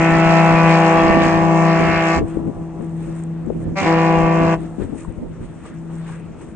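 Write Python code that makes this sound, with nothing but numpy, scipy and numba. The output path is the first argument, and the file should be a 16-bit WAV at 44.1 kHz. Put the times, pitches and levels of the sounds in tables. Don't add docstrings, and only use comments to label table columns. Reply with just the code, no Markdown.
import sys
import numpy as np
from numba import njit
from scipy import signal
from scipy.io import wavfile

SR = 44100
rng = np.random.default_rng(int(sys.argv[2]) if len(sys.argv) > 2 else 0)


def bounce(signal):
    frames = np.transpose(np.atleast_2d(signal))
    limited = np.clip(frames, -1, 1)
    pcm = np.round(limited * 32767).astype(np.int16)
    wavfile.write(sys.argv[1], SR, pcm)


N = 289119
STEP = 64
T = np.arange(N // STEP + 2) * STEP / SR


def amp(db):
    return 10 ** (np.asarray(db) / 20)


def unit_rms(x):
    return x / np.sqrt(np.mean(x ** 2) + 1e-20)


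def butter(x, order, hz, kind="low"):
    return signal.sosfilt(signal.butter(order, hz, kind, fs=SR, output="sos"), x + 1e-18)


def in_time(*tables):
    times, *columns = np.vstack(tables).T
    return [np.interp(T, times, column) for column in columns]


def at_hz(points, hz):
    freqs, values = np.transpose(points)
    return np.interp(np.log(hz), np.log(freqs), values)


def per_sample(control):
    control = np.atleast_2d(control)
    lines = control[:, :-1, None] + np.diff(control)[:, :, None] * (np.arange(STEP) / STEP)
    return lines.reshape(len(control), -1)[:, :N]


def panned(pan_db):
    gains = amp(np.multiply.outer([.5, -.5], np.atleast_1d(pan_db)))
    return gains / gains.mean(axis=0)


def gate(on, off, rise, fall):
    return np.clip((T - on) / rise, 0, 1) * np.exp(-np.clip((T - off) / fall, 0, 25))


def swell(peak, held, rise, fall):
    return np.exp(-np.clip((peak - T) / rise, 0, 25) - np.clip((T - peak - held) / fall, 0, 25))


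def drift(rate_hz, channels=1):
    pole = np.exp(-2 * np.pi * rate_hz * STEP / SR)
    white = rng.standard_normal((channels, len(T) + 1000))
    slow = signal.lfilter([1], [1, -2 * pole, pole * pole], white)[:, 1000:]
    return slow / slow.std(axis=1, keepdims=True)


def noise_bands(layers, likeness, flicker_db, lag_samples=5):
    edges = 30 * 2 ** np.arange(0, 8.6, .5)
    centres, widths = np.sqrt(edges[1:] * edges[:-1]), np.diff(edges)
    out, power = np.zeros((2, N)), 0
    for spectrum, level in layers:
        inside = (centres > spectrum[0][0] * .8) & (centres < spectrum[-1][0] * 1.2)
        share = amp(at_hz(spectrum, centres)) ** 2 * widths * inside
        power = power + np.multiply.outer(share / share.sum(), level ** 2)
    white = rng.standard_normal((2, 2, N))
    for k in np.flatnonzero(power.max(axis=(1, 2))):
        mid_side = butter(white[k % 2], 2, edges[k:k + 2], "band")
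        alike = at_hz(likeness, centres[k])
        to_stereo = np.sqrt([1 + alike, 1 - alike]) * [[1, 1], [1, -1]]
        gain = np.sqrt(power[k] * SR / 4 / widths[k]) * amp(flicker_db * drift(9))
        band = per_sample(gain) * (to_stereo @ mid_side)
        if centres[k] > 3000:
            band[0] = np.roll(band[0], lag_samples)
        out += band
    return out


def pings(events, cycles, glide, gain_db, attack=5.0):
    out = np.zeros((2, N))
    for start, db, hz, pan in events:
        i = round(start * SR)
        turns = np.arange(min(int(4 * cycles / hz * SR), N - i)) / SR * hz
        shape = 2 * (1 - np.exp(-attack * turns)) * np.exp(-turns * 2 / cycles)
        tone = np.sin(2 * np.pi * turns * (1 + glide * turns / (4 * cycles)))
        out[:, i:i + len(turns)] += amp(db + gain_db) * panned(pan) * shape * tone
    return out


@njit(fastmath=True)
def add_sine(out, turn, level, phase, step):
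    for c in range(2):
        for j in range((out.shape[1] - 1) // step + 1):
            if level[c, j] + level[c, j + 1] < 1e-5:
                continue
            z = np.exp(1j * (turn * j * step + phase[c, j]))
            spin = np.exp(1j * (turn + (phase[c, j + 1] - phase[c, j]) / step))
            slope = (level[c, j + 1] - level[c, j]) / step
            for i in range(min(step, out.shape[1] - j * step)):
                out[c, j * step + i] += (level[c, j] + slope * i) * z.imag
                z *= spin


# frequency in Hz, density in dB.
BED_SPECTRUM = [(35, -12), (110, -10), (170, -4), (240, -11), (330, -12), (450, -18.5), (1150, -27),
                (2200, -36.5), (3640, -53), (5500, -54), (8300, -37), (9800, -52)]
WASH_SPECTRUM = [(500, -2), (1200, 0), (2500, -7), (4000, -20), (6000, -22)]
FIZZ_SPECTRUM = [(4500, -30), (6500, -16), (8200, 0), (9500, -7)]
# frequency in Hz, left-right likeness (1 is mono).
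HARBOUR_LIKENESS = [(60, .4), (160, .87), (1200, .8), (3400, .55), (6500, .45), (9400, .15)]
# peak time and hold in seconds, wash in dB, fizz in dB.
WAVES = [(2.28, .07, -51, -59), (2.83, .02, -58, -62), (3.01, .19, -52, -60), (3.62, .02, -57, -62),
         (4.6, .05, -50, -57), (4.816, .01, -44, -53), (4.98, .04, -48, -49), (5.44, .02, -52, -62),
         (5.66, .015, -47, -54), (5.92, .12, -55, -63), (6.08, .05, -45, -54), (6.41, .02, -50, -55)]


def harbour(duck):
    waves = np.array([swell(peak, held, rise=.025, fall=.035) for peak, held, _, _ in WAVES])
    wash_db, fizz_db = np.transpose(WAVES)[2:]
    bed = amp(-39) * panned(2.2) * np.ones(len(T))
    wash = duck * (amp(-61) + amp(wash_db) @ waves) * panned(1.5)
    grain = amp(3.5 * drift(120, channels=2))
    fizz = duck * (amp(-68) + amp(fizz_db) @ waves) * grain * panned(3.0)
    layers = [(BED_SPECTRUM, bed), (WASH_SPECTRUM, wash), (FIZZ_SPECTRUM, fizz)]
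    return noise_bands(layers, HARBOUR_LIKENESS, flicker_db=1.8)


# start in seconds, relative level in dB, pitch in Hz, pan in dB.
PLOPS = [(3.008, -36, 837, 2.0), (4.948, -37, 810, 2.5), (5.049, -30, 977, 1.0), (5.655, -33, 1140, 1.5),
         (6.099, -34, 807, 1.0), (6.352, -42, 826, 1.0), (6.409, -39, 834, 2.5)]
DRIPS = [(2.8948, -46, 7120, 0.5), (3.0814, -45, 8520, -1.0), (3.2372, -29, 7900, 8.0),
         (3.4625, -43, 7290, -4.0), (3.6386, -44, 8340, 3.5), (4.6054, -42, 8450, 8.5),
         (4.6334, -40, 8470, 5.5), (5.1238, -44, 8210, 5.5), (5.5533, -46, 7640, 2.5),
         (5.6635, -36, 8050, 3.5), (5.9279, -44, 8610, 2.5), (5.9549, -41, 7390, -1.5)]


def plops_and_drips():
    plops = pings(PLOPS, cycles=5.0, glide=.1, gain_db=-1.5)
    return plops + pings(DRIPS, cycles=10.0, glide=.15, gain_db=-2.5, attack=.8)


# peak time and hold in seconds, rumble in dB, flutter in dB, pan in dB.
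GUSTS = [(0.0, .01, -33, -26, 2), (0.11, .07, -29, -28, 1), (0.27, .01, -29, -28, 10),
         (0.51, .02, -28, -34, 3), (0.64, .01, -35, -32, 9), (0.97, .01, -32, -31, 14),
         (1.04, .08, -25, -30, -11), (1.15, .02, -29, -24, -8), (1.22, .05, -31, -28, -8),
         (1.35, .13, -31, -30, 8), (1.8, .05, -29, -24, 3), (1.88, .08, -32, -29, 9),
         (2.17, .03, -25, -21, -5), (2.21, .025, -29, -22, 11), (2.375, .01, -28, -28, 22),
         (2.43, .06, -31, -29, 16), (2.57, .02, -35, -39, -8), (2.81, .01, -38, -31, 20),
         (3.07, .03, -36, -36, 8), (3.47, .04, -36, -26, 24), (3.56, .05, -33, -36, -8),
         (3.67, .05, -31, -31, -12), (3.83, .01, -33, -25, -2), (3.96, .02, -34, -36, 13),
         (4.16, .1, -30, -33, 2), (4.42, .04, -26, -26, 5), (4.58, .02, -34, -33, 9),
         (4.81, .035, -30, -28, 12), (4.93, .01, -36, -31, 19), (5.09, .01, -35, -36, 14),
         (5.18, .02, -35, -38, 12), (5.24, .015, -34, -30, -15), (5.42, .02, -35, -36, -8)]
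# start in seconds, relative level in dB, pitch in Hz, pan in dB.
PUFFS = [(2.3705, -12, 430, 15.0), (2.799, -21, 258, 12.0), (3.063, -23, 202, 7.5), (3.472, -15, 290, 23.5),
         (3.502, -10, 520, 22.0), (3.678, -20, 320, -10.0), (3.722, -21, 221, -8.0),
         (4.783, -16, 275, 22.5), (4.798, -16, 340, 15.0), (4.82, -16, 430, 15.0), (4.893, -22, 260, 14.0),
         (4.927, -20, 330, 15.0), (5.076, -23, 215, 15.0), (5.213, -24, 245, -9.5), (5.411, -26, 202, -6.0)]


def wind():
    rumble_gain, flutter_gain = amp(-41.5) * panned(1.5), amp(-44) * panned(1.5)
    for peak, held, rumble_db, flutter_db, pan in GUSTS:
        gust = swell(peak, held, rise=.016, fall=.024) * panned(pan)
        rumble_gain = rumble_gain + amp(rumble_db) * gust
        flutter_gain = flutter_gain + amp(flutter_db) * gust
    white = rng.standard_normal((2, 2, N))
    rumble = unit_rms(butter(white[0], 2, [22, 150], "band"))
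    flutter = butter(white[1], 1, [190, 330], "band")
    flutter = unit_rms(butter(flutter, 4, 580))
    rumble *= per_sample(rumble_gain * amp(2.2 * drift(12, channels=2)))
    flutter *= per_sample(flutter_gain * amp(4.0 * drift(35, channels=2)))
    puffs = pings(PUFFS, cycles=2.2, glide=-.45, gain_db=3.5, attack=1.3)
    return rumble + flutter + butter(puffs, 2, 1100)


# time in seconds, fundamental in dB, octave in dB.
ECHOES = [
    [(2.2, -44, -28), (2.29, -33, -29), (2.49, -29, -34), (2.69, -32, -35), (2.95, -28.5, -34),
     (3.42, -27, -38.5), (3.6, -26, -41), (3.84, -29, -37)],
    [(4.56, -31, -31), (4.73, -33, -37), (4.81, -44, -52), (5.03, -46, -38), (5.07, -36, -43),
     (5.2, -42, -42), (5.31, -34, -50), (5.5, -42, -48), (5.64, -46, -50), (5.75, -37, -41),
     (5.99, -30, -43), (6.27, -33, -54), (6.39, -52, -44)],
]
# time in seconds, depth in dB.
ECHO_DIPS = [(2.538, 16), (3.5, 26)]


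def echo_gains(closes):
    upper_db, fade_db_per_s = -46, [12, 48]
    fundamental_db, octave_db = in_time(*ECHOES)
    dip = sum(db * swell(time, 0, rise=.02, fall=.02) for time, db in ECHO_DIPS)
    blast = np.maximum(np.searchsorted(closes, T) - 1, 0)
    fade = np.take(fade_db_per_s, blast) * np.maximum(T - closes[blast], 0)
    waver = 1.8 * drift(7.0, channels=3)
    return amp(np.array([fundamental_db - dip, octave_db - dip, upper_db - fade]) + waver)


HIGH_HZ, DEEP_HZ = 164.7, 64.7
# frequency in Hz, density in dB.
AIR_SPECTRUM = [(300, -26), (500, -13), (750, -3), (1050, -2), (1300, -13), (2000, -8), (2800, -9)]
RASP_SPECTRUM = [(3200, -1), (4500, 1), (6000, .5), (7800, -6), (9500, -18)]
# frequency in Hz, left-right likeness.
AIR_LIKENESS = [(140, .87), (750, .75), (1740, .5), (4000, .5), (6500, .45), (9400, .15)]


def blown_air(air_gain, rasp_gain):
    air = noise_bands([(AIR_SPECTRUM, air_gain * panned(1.2))], AIR_LIKENESS, flicker_db=2.0)
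    air = butter(air, 8, 2880)
    rasp = noise_bands([(RASP_SPECTRUM, rasp_gain * panned(-2.5))], AIR_LIKENESS, flicker_db=2.0)
    turn = 2 * np.pi * np.arange(N) / SR
    pulses = 1 + .25 * np.cos(HIGH_HZ * turn) + .3 * np.cos(DEEP_HZ * turn)
    return (air + rasp) * pulses


def wavering_tones(tones, shimmer=.085, fading=.23, apart=.25):
    out = np.zeros((2, N))
    for hz, harmonic, gain in tones:
        depth, rough = np.sqrt(hz / 1000), shimmer * (hz / 1000) ** 1.1
        slow, fast, path = drift(1.5, channels=2), drift(14, channels=2), drift(2.5, channels=2)
        level = np.sqrt(2) * np.exp(depth * (fading * slow[0] + apart * .45 * path) + rough * fast[0])
        phase = .05 * harmonic ** 2 + depth * 2.2 * fading * slow[1] + 2.5 * rough * fast[1]
        spread = apart * depth ** 2 * path[0] - .13 + .3 * np.sin(hz / 230)
        add_sine(out, 2 * np.pi * hz / SR, gain * level, phase + spread * [[1], [-1]], STEP)
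    return out


VALVES = [(-1, -1, -1, 2.187), (3.753, 3.805, 3.853, 4.542)]
# time in seconds, then relative levels in dB of the high
BLASTS = [
    [(0.0, -17, -18, -27, -25.5, -24, -40), (0.36, -14.5, -21, -27, -22.5, -23, -36),
     (0.62, -14, -21.5, -24, -22, -24, -38.5), (0.71, -14, -22, -23, -21.5, -23, -34.5),
     (0.92, -18, -20.5, -23, -21, -24, -38.5), (1.12, -26, -18.5, -26, -21, -25, -39.5),
     (1.19, -22, -20, -27.5, -21, -28, -41), (1.24, -22.5, -20, -30, -22, -25, -34.5),
     (1.47, -17, -19.5, -32, -23, -31.5, -44), (1.69, -16, -20, -26, -22, -28, -41.5),
     (1.94, -24, -23, -32, -26, -24, -40.5), (2.14, -23, -19.5, -29.5, -25, -27, -38.5),
     (2.185, -25, -22, -32, -28, -31, -41)],
    [(3.87, -21, -17, -24, -24.5, -25.5, -38.5), (3.97, -17, -17, -21.5, -26, -27, -41.5),
     (4.11, -16, -19, -21.5, -23, -28, -42.5), (4.3, -16, -21, -22, -24.5, -30, -46),
     (4.5, -18, -19.5, -24, -24, -30, -43.5)],
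]
# harmonic number, relative level in dB.
HIGH_HARMONICS = [(4, 0), (5, 0), (6, -5), (7, -5), (8, -14), (9, -15), (10, -17), (11, -15), (12, -18),
                  (13, -18), (14, -22), (15, -22), (16, -22), (17, -24), (18, -38), (19, -37), (20, -36)]
DEEP_HARMONICS = [(3, -1), (4, -16), (5, -12), (6, -4), (7, -19), (8, -6), (9, -6), (10, -17), (11, 0),
                  (12, -7), (13, -14), (14, -8), (15, -8), (16, -8), (17, -7), (18, -16)]
# frequency in Hz, relative level in dB.
DEEP_TOP = [(1200, -25), (1450, -23), (1650, -19), (2000, -22), (2750, -23), (2900, -36), (3300, -42)]
# frequency in Hz, dB over the held tone.
OPENING_BLARE = [(194, 1), (390, -3), (580, 10), (780, 6), (970, 5), (1165, 14), (1400, 10), (1700, 4),
                 (2100, 10), (2800, 7)]
# frequency in Hz, pan in dB.
HORN_PAN = [(60, 1.0), (95, 1.0), (150, 4.0), (240, 3.0), (380, 2.5), (600, -2.0), (940, 2.5), (1500, -0.5),
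            (2370, 0.5), (3750, -1.5), (5930, -3.0), (9390, -2.5)]


def horns():
    fundamental_db, octave_db, third_db, mids_db, treble_db, rasp_db = in_time(*BLASTS)
    echo_fundamental, echo_octave, echo_upper = echo_gains(closes=np.array(VALVES)[:, -1])
    high_on = sum(gate(high, off, .012, .012) for _, _, high, off in VALVES)
    deep_on = sum(gate(drop, off, .03, .011) for _, drop, _, off in VALVES)
    blowing = sum(gate(on, off, .03, .011) for on, _, _, off in VALVES)
    overblown = gate(*VALVES[1][:2], .025, .015)
    tail = echo_upper * (1 - blowing)
    fundamental = amp(fundamental_db) * high_on + echo_fundamental * (1 - high_on)
    octave = amp(octave_db) * high_on + echo_octave * (1 - high_on)
    third = amp(third_db) * high_on + tail
    tones = [(HIGH_HZ, 1, fundamental * panned(3.8 + drift(2.0)[0])),
             (2 * HIGH_HZ, 2, octave * panned(3.0)),
             (3 * HIGH_HZ, 3, third * panned(-2.2))]
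    deep_harmonics = DEEP_HARMONICS + [(k, at_hz(DEEP_TOP, k * DEEP_HZ)) for k in range(19, 49)]
    voices = [(HIGH_HZ, HIGH_HARMONICS, mids_db, high_on, 0),
              (DEEP_HZ, deep_harmonics, mids_db - 4, deep_on, overblown)]
    for pitch_hz, harmonics, body_db, held, opening in voices:
        for k, db in harmonics:
            hz = k * pitch_hz
            blare = opening * (k % 3 == 0) * amp(at_hz(OPENING_BLARE, hz))
            direct = amp(body_db if hz < 1200 else treble_db + 5) * (held + blare)
            echo = tail * amp(-4.0 * np.log2(hz / 600)) * (hz < 1400)
            tones.append((hz, k, amp(db) * (direct + echo) * panned(at_hz(HORN_PAN, hz))))
    chord = wavering_tones(tones)
    air = blown_air(blowing * amp(treble_db - 2.3), blowing * amp(rasp_db + 3.0 * overblown))
    return chord + air, blowing


def scene():
    blasts, blowing = horns()
    return blasts + harbour(duck=1 - blowing) + plops_and_drips() + wind()


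def record(dry):
    rounded = 1.4 * np.tanh(dry / 1.4)
    stopband_hz = 10395
    return signal.sosfilt(signal.cheby2(12, 60, stopband_hz, fs=SR, output="sos"), rounded)


dry = scene()
out = record(dry)
bounce(out)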